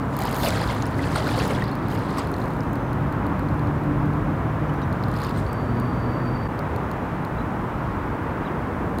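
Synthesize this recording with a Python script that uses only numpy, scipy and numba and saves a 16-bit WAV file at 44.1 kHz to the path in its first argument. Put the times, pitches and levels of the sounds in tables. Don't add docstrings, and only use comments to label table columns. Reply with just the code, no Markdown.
import sys
import numpy as np
from scipy import signal
from scipy.fft import rfft, irfft
from scipy.io import wavfile
from scipy.ndimage import uniform_filter1d
from numba import njit

SR = 44100
rng = np.random.default_rng(int(sys.argv[2]) if len(sys.argv) > 2 else 0)


def undo_db(level):
    steps = np.asarray(level, float) / 20
    return 10 ** steps


def generate_wav(sig):
    pcm = np.round(np.clip(np.atleast_2d(sig).T, -1, 1) * 32767).astype(np.int16)
    wavfile.write(sys.argv[1], SR, pcm)


N = 396900


def level(x, rms_db):
    return x * undo_db(rms_db) / np.sqrt(np.mean(x ** 2))


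def curves(table):
    at_s, *columns = np.transpose(table)
    t = np.arange(N) / SR
    gate = uniform_filter1d(1. * (t > at_s[0]) * (t < at_s[-1]), size=200)
    return [np.interp(t, at_s, c) for c in columns] + [gate]


@njit
def band(x, hz, width_hz):
    y, b, l = np.empty(len(x)), 0., 0.
    g, k = np.tan(np.pi * hz / SR), width_hz / hz
    for i in range(len(x)):
        v = (b + g * (x[i] + 1e-18 - l)) / (1 + g * (g + k))
        b, l, y[i] = 2 * v - b, l + 2 * g * v, k * v
    return y


@njit
def bubbles(start_s, size, hz, t60_s, glide):
    out = np.zeros(N)
    for e in range(len(start_s)):
        i0, n, phase = int(start_s[e] * SR), int(t60_s[e] * SR), 0.
        for i in range(min(n, N - i0)):
            phase += 2 * np.pi * min(hz[e] * (1 + glide[e] * i / n) / SR, .45)
            out[i0 + i] += size[e] * np.sin(phase) * np.exp(-6.9 * i / n) * min(phase / 12, 1.)
    return out


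def walk(rate_hz):
    hold = int(SR / rate_hz)
    steps = np.repeat(rng.standard_normal(N // hold + 1), hold)
    return 1.623 * uniform_filter1d(uniform_filter1d(steps, hold), hold)[:N]


def bursts(start_s, peak_db, rise_s, fall_s):
    marks = np.zeros(N)
    np.add.at(marks, (np.asarray(start_s) * SR).astype(int), undo_db(peak_db))
    t = np.arange(1500) / SR
    puff = (1 - np.exp(-(t / rise_s) ** 2)) * np.exp(-(t / fall_s) ** 2)
    return signal.fftconvolve(marks, puff)[:N] * np.sign(rng.standard_normal(N))


# start_s, teeth_passed
SPOOL_RUNS = [
    [(.1655, 0), (.1883, 1), (.2195, 3), (.2523, 5), (.3112, 8), (.3431, 10), (.3838, 14), (.4304, 20),
     (.4853, 30)],
    [(1.8832, 0), (1.9032, 1), (1.914, 2), (1.9575, 7)],
    [(2.3641, 0), (2.4016, 2), (2.4235, 3), (2.4564, 5), (2.5033, 7), (2.5662, 9), (2.5916, 10),
     (2.633, 11)],
    [(5.0828, 0), (5.1143, 1), (5.139, 2), (5.158, 3), (5.2014, 6), (5.247, 9), (5.2649, 10), (5.2929, 11)],
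]
# first_db, last_db, body_db (against the pawl)
RUN_LEVELS = [
    (-29, -27.5, -13),
    (-41, -41, -11),
    (-42, -46, -8),
    (-41, -39, -4),
]


def spool_clicks():
    tooth_scatter_db, body_scatter_db = 2, 2.5
    clicks = []
    for run, (first_db, last_db, body_db) in zip(SPOOL_RUNS, RUN_LEVELS):
        at_s, teeth = np.transpose(run)
        tooth = np.arange(teeth[-1] + 1)
        chance = rng.standard_normal((len(tooth), 2)).T
        start_s = np.interp(tooth, teeth, at_s)
        peak_db = np.linspace(first_db, last_db, len(tooth)) + tooth_scatter_db * chance[0]
        clicks += list(np.transpose([start_s, peak_db, body_db + body_scatter_db * chance[1]]))
    return clicks


# start_s, peak_db, body_db
CHURN_CLICKS = [(0.5807, -39, -2), (0.6141, -38, 5), (0.6745, -38, 3), (0.7473, -37, -9), (0.8224, -43, 9),
                (0.864, -39, -8), (.9104, -47, -14), (.9843, -40, -8), (1.0835, -40.5, -3),
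                (1.123, -42, -8), (1.1329, -46, -2), (1.1557, -35, -1), (1.2761, -33, -7), (1.3006, -44, 0),
                (1.3639, -40, 2), (1.4772, -30, -14), (1.5954, -43, -8), (1.6398, -39.5, 4),
                (1.6787, -43, -2), (1.7136, -40, -11), (1.752, -38, -7), (1.989, -41, -11),
                (2.1052, -43, -4), (2.1801, -44, -4), (2.2439, -44, -9), (2.2714, -40, -8),
                (2.3153, -37, -18)]
# start_s, peak_db, body_db
STANDING_CLICKS = [(2.7303, -37, -21), (2.7548, -41, -5), (2.9302, -41, -5), (3.1239, -42, -6),
                   (3.2656, -41, -6), (3.3933, -41, -5), (3.4865, -47, 0), (3.5415, -49, -10),
                   (3.5938, -48, 1), (3.6707, -48, 0), (3.8363, -49, -5), (4.0557, -51, -5),
                   (4.1341, -48, -3), (4.7382, -47, -7), (4.8171, -48, 0), (4.9267, -42.5, 0),
                   (5.037, -42, 7), (5.3094, -45, -6), (5.3747, -42, -2), (5.3991, -45, -8),
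                   (5.7984, -37, -11), (6.5909, -39.5, -3), (6.761, -38, -6), (6.9133, -37.5, -6),
                   (7.2487, -40.5, -2), (8.985, -34, -6)]
# mode_hz, width_hz, gain_db
PAWL_MODES = [
    (6600, 620, -3),
    (8500, 1700, -5.5),
    (9830, 1200, -0.5),
    (12160, 1200, -1),
    (13300, 830, 1.5),
    (14200, 1300, -1),
    (15100, 1400, -3),
]


def clicker():
    clicks = list(CHURN_CLICKS) + list(STANDING_CLICKS) + spool_clicks()
    start_s, peak_db, body_db = np.transpose(clicks)
    snap = bursts(start_s, peak_db, rise_s=0.00053, fall_s=0.0027)
    pawl = 0
    for k, (mode_hz, width_hz, gain_db) in enumerate(PAWL_MODES):
        pawl = pawl + (-1) ** k * undo_db(gain_db) * band(snap, 1. * mode_hz, 1. * width_hz)
    body_hz, none = 4200., 0 * start_s
    t60_s = .007 + none
    scattered_hz = body_hz * (1 + 0.023 * rng.standard_normal(len(start_s)))
    body = bubbles(start_s + .0005, undo_db(peak_db + body_db), scattered_hz, t60_s, none)
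    rim = bubbles(start_s + 0.00045, undo_db(peak_db + body_db - 3.5), 1.1 * body_hz + none, t60_s, none)
    return undo_db(4.0) * pawl + undo_db(12.0) * (body + rim)


WADING_ENDS_S = 5.5


def swarm(per_s, lo_hz, hi_hz, cycles, scatter_db):
    when, pitch, bulk, ring = rng.random((int(per_s * WADING_ENDS_S), 4)).T
    hz = lo_hz * (hi_hz / lo_hz) ** pitch ** 0.706
    size = undo_db(-scatter_db * np.log(bulk + 2e-3))
    out = bubbles(when * WADING_ENDS_S, size, hz, cycles * (.5 + ring) / hz, 0.07 + 0 * hz)
    return out / out[:int(WADING_ENDS_S * SR)].std()


# peak_s, slosh_db, rise_s (per 10 dB), fall_s (per 10 dB), spray_db (against the slosh)
BOOT_PUSHES = [(.2, -44, 0.018, 0.4, -8), (.48, -38.5, 0.19, 0.25, -3), (.7, -43, 0.25, .12, -5),
               (.83, -64, .02, 0.2, -4), (1.06, -43.5, 0.1, 0.067, -4), (1.17, -38.5, 0.056, 0.1, -3.5),
               (1.29, -42.5, 0.075, 0.25, -8), (1.41, -39.5, 0.16, 0.13, -3),
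               (1.51, -42, 0.058, 0.11, -6.5), (1.93, -50, .09, 0.32, -6), (2.11, -52, 0.027, .06, -2),
               (2.19, -41, 0.034, 0.037, -5), (2.44, -60, .2, 0.19, 0), (5.25, -49.5, 0.13, 0.15, -5.5),
               (5.39, -56, 0.036, .1, 0)]


def wading():
    slosh = swarm(per_s=2200, lo_hz=2400, hi_hz=5100, cycles=25, scatter_db=3.2) * undo_db(1.6 * walk(35))
    spray = swarm(per_s=5000, lo_hz=4800, hi_hz=15800, cycles=28, scatter_db=2.4) * undo_db(1.2 * walk(60))
    gurgle = swarm(per_s=900, lo_hz=400, hi_hz=2300, cycles=24, scatter_db=2.8)
    t, push_power, spray_power = np.arange(N) / SR, 0, 0
    for peak_s, slosh_db, rise_s, fall_s, spray_db in BOOT_PUSHES:
        power = undo_db(slosh_db - 10 * np.maximum((peak_s - t) / rise_s, (t - peak_s) / fall_s)) ** 2
        push_power = push_power + power
        spray_power = spray_power + power * undo_db(spray_db) ** 2
    water = np.sqrt(push_power) * (slosh + undo_db(9.5) * gurgle)
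    mist = np.sqrt(spray_power) * band(spray, 7500.0, 9000.)
    return undo_db(1.0) * (water + undo_db(-1.0) * mist)


# start_s, peak_db, bubble_hz, t60_s
DRIPS = [(.433, -21, 3480, 0.013), (.486, -23, 7750, .014), (.487, -26, 6060, .013),
         (.505, -17, 3400, 0.0062), (.823, -23, 6200, .006), (.856, -29, 5000, .0066),
         (.866, -30, 9500, .0059), (1.04, -35, 4330, 0.037), (1.157, -23, 4200, .02),
         (1.161, -25, 8450, 0.016), (1.31, -30, 3530, 0.024), (1.345, -31, 3660, 0.023),
         (1.381, -32, 4420, 0.061), (1.549, -30, 3330, 0.034), (1.716, -43, 4280, 0.1),
         (2.185, -28, 4500, 0.0091), (2.187, -31, 8000, .01), (2.192, -29, 7500, .006),
         (2.2, -31, 2900, .012), (2.34, -29, 4100, 0.011), (2.416, -37, 4040, .02),
         (2.606, -32, 4940, .008), (4.695, -39, 2950, .034), (5.027, -40, 4860, .011),
         (5.165, -32, 4830, .01), (5.238, -30, 6500, .0071), (5.38, -42, 8270, .06),
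         (5.465, -39, 4320, .02), (5.53, -38, 7800, 0.014), (5.53, -35, 12400, .01)]
# start_s, peak_db, bubble_hz
BOOT_PLOPS = [
    (.214, -12.5, 750),
    (.22, -22, 446),
    (.992, -21.5, 1950),
    (1.159, -17, 1140),
    (1.269, -16, 1430),
    (1.622, -16.5, 1816),
    (2.1818, -13, 1070),
]


def drops():
    start_s, peak_db, bubble_hz, t60_s = np.transpose(DRIPS)
    plop_s, plop_db, plop_hz = np.transpose(BOOT_PLOPS)
    plop_t60_s, plop_glide, plop_crack_db = 0.026, 0.25, -11
    hits_s, hits_db = np.r_[start_s, plop_s], np.r_[peak_db, plop_db + plop_crack_db]
    crack = band(bursts(hits_s, hits_db, rise_s=0.00052, fall_s=0.0017), 4900.0, 5000.)
    plops = bubbles(plop_s, undo_db(plop_db), plop_hz, plop_t60_s + 0 * plop_s, plop_glide + 0 * plop_s)
    glide = 0.0027 / t60_s
    drips = bubbles(start_s, undo_db(peak_db), bubble_hz, np.clip(t60_s, .003, .2), glide)
    return drips + plops + undo_db(-3) * crack


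# start_s, firing_hz, level_db
TRUCK_REVS = [(0, 133.4, -35), (1.5, 138, -36), (2.1, 139.9, -40), (2.75, 139.6, -38), (3.0, 141.5, -32),
              (3.8, 147, -29), (4.4, 151.5, -28.5), (4.62, 151, -28.5), (4.95, 138, -32), (5.1, 124, -33.5),
              (5.5, 116.7, -40), (5.7, 120.1, -27), (6.0, 122, -30), (6.3, 124, -28), (6.48, 126, -34)]


def truck():
    firing_hz, level_db, on = curves(TRUCK_REVS)
    t = np.arange(N) / SR
    lift_off_s, next_gear_s = 4.45, 5.55
    pulling_db, coasting_db = -5.5, -15.
    octave_db = np.where((t > lift_off_s) & (t < next_gear_s), coasting_db, pulling_db)
    octave_db = uniform_filter1d(octave_db, size=8000) - .35 * (level_db + 30)
    phase = 2 * np.pi * np.cumsum(firing_hz * (1 + 0.0034 * walk(12))) / SR
    firing = undo_db(1.5 * walk(14)) * np.sin(phase)
    octave = undo_db(octave_db + 2.5 * walk(18) + 1.5 * walk(3)) * np.sin(2 * phase)
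    return np.sqrt(2) * on * undo_db(level_db) * (firing + octave)


# start_s, pitch_hz, level_db
ENGINE_DRONE = [
    (0, 108.4, -44),
    (1.1, 108.5, -32),
    (2.2, 105.7, -36.5),
    (2.9, 115.6, -34.5),
    (3.9, 105.8, -35.5),
    (5.0, 102.1, -32.5),
    (6.48, 95.93, -39),
]


def other_engine():
    pitch_hz, level_db, on = curves(ENGINE_DRONE)
    phase = 2 * np.pi * np.cumsum(pitch_hz * (1 + 0.0509 * walk(15))) / SR
    return np.sqrt(2) * on * np.sin(phase) * undo_db(level_db + 3.35 * walk(20))


def whistles(tables, waver):
    out = 0
    for table in tables:
        pitch_hz, level_db, on = curves(table)
        tone = np.sin(2 * np.pi * np.cumsum(pitch_hz * waver) / SR)
        out = out + np.sqrt(2) * on * undo_db(level_db) * tone
    return out


# start_s, end_s, pitch_hz, level_db
TRILLS = [
    (5.46, 6.48, 4601, -59),
    (2.68, 2.95, 6160, -73),
]


def cricket():
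    waver = 1 + 0.0021 * walk(50)
    strokes = 1 + .6 * np.cos(2 * np.pi * np.cumsum(55 * (1 + .3 * walk(40))) / SR)
    throb = strokes * undo_db(1.8 * walk(70) + 1.2 * walk(5))
    trills = [[(start_s, pitch_hz, level_db), (end_s, pitch_hz, level_db)]
              for start_s, end_s, pitch_hz, level_db in TRILLS]
    return throb * whistles(trills, waver)


# start_s, length_s, top_hz, end_hz, level_db
CHIRPS = [
    (4.667, .026, 5950, 5950, -66),
    (4.746, .022, 6010, 6000, -63),
    (4.814, .025, 3940, 3700, -52),
    (4.824, .018, 6040, 5770, -57),
    (7.377, 0.021, 4050, 3900, -54),
    (7.4, .021, 4020, 3950, -55),
    (8.444, .026, 4000, 3700, -53),
    (8.468, 0.022, 3700, 2650, -50),
]


def birds():
    start_share, top_at = 0.68, 0.42
    chirps = []
    for start_s, length_s, top_hz, end_hz, level_db in CHIRPS:
        chirps.append([(start_s, start_share * top_hz, level_db),
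                       (start_s + top_at * length_s, top_hz, level_db),
                       (start_s + length_s, end_hz, level_db)])
    return whistles(chirps, 1 + .004 * walk(170))


# start_s, level_db
SWELL = [
    (0, -1.5),
    (1.2, -0.5),
    (2.3, -1.5),
    (3.4, -0.5),
    (4.6, -1),
    (6.3, -1),
    (6.55, -1.5),
    (9, -2.5),
]
# freq_hz, density_db (per Hz)
ROAD_SPECTRUM = [(12, -40), (25, -35), (46, -8), (146, -5.5), (224, -9), (300, -10), (400, -15.5),
                 (705, -18.5), (1000, -17), (1400, -22), (1900, -29), (2900, -41.5), (4300, -51.5),
                 (7000, -59.5), (10000, -65)]


def road():
    swell_db, _ = curves(SWELL)
    freq_hz, density_db = np.transpose(ROAD_SPECTRUM)
    f = np.fft.rfftfreq(N, 1 / SR) + 1e-3
    coloured = rfft(rng.standard_normal(N)) * undo_db(np.interp(np.log(f), np.log(freq_hz), density_db))
    bass, roar, tyre = 1.52, 0.99, 0.033
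    shares = [0] + 3 * [bass] + [roar] + 5 * [tyre]
    out = np.zeros(N)
    for k, share in enumerate(shares):
        octave = np.cos(np.pi / 2 * np.clip(np.log2(f / 16) - k, -1, 1)) ** 2
        flicker_db = .5 * walk(2.99)
        out += irfft(coloured * octave, N) * undo_db(share * (swell_db - swell_db.mean()) + flicker_db)
    return level(out, -25)


def scene():
    cut_s, dip_s = 6.482, 0.0076
    dip = np.clip(np.abs(np.arange(N) / SR - cut_s) / dip_s, .1, 1)
    near = clicker() + wading() + drops()
    far = truck() + other_engine() + cricket() + birds() + road()
    return (dip * (near + far))[None]


def low_pass(x):
    return signal.sosfilt(signal.butter(12, 16510, fs=SR, output="sos"), x)


def record(dry):
    hiss = level(band(rng.standard_normal(N), 13100.0, 26000.0), -62.5)
    top_cut = signal.ellip(12, .2, 45, 15850, fs=SR, output="sos")
    mix = signal.sosfilt(top_cut, dry + hiss) + .0011
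    return low_pass(mix)


dry = scene()
out = record(dry)
generate_wav(out)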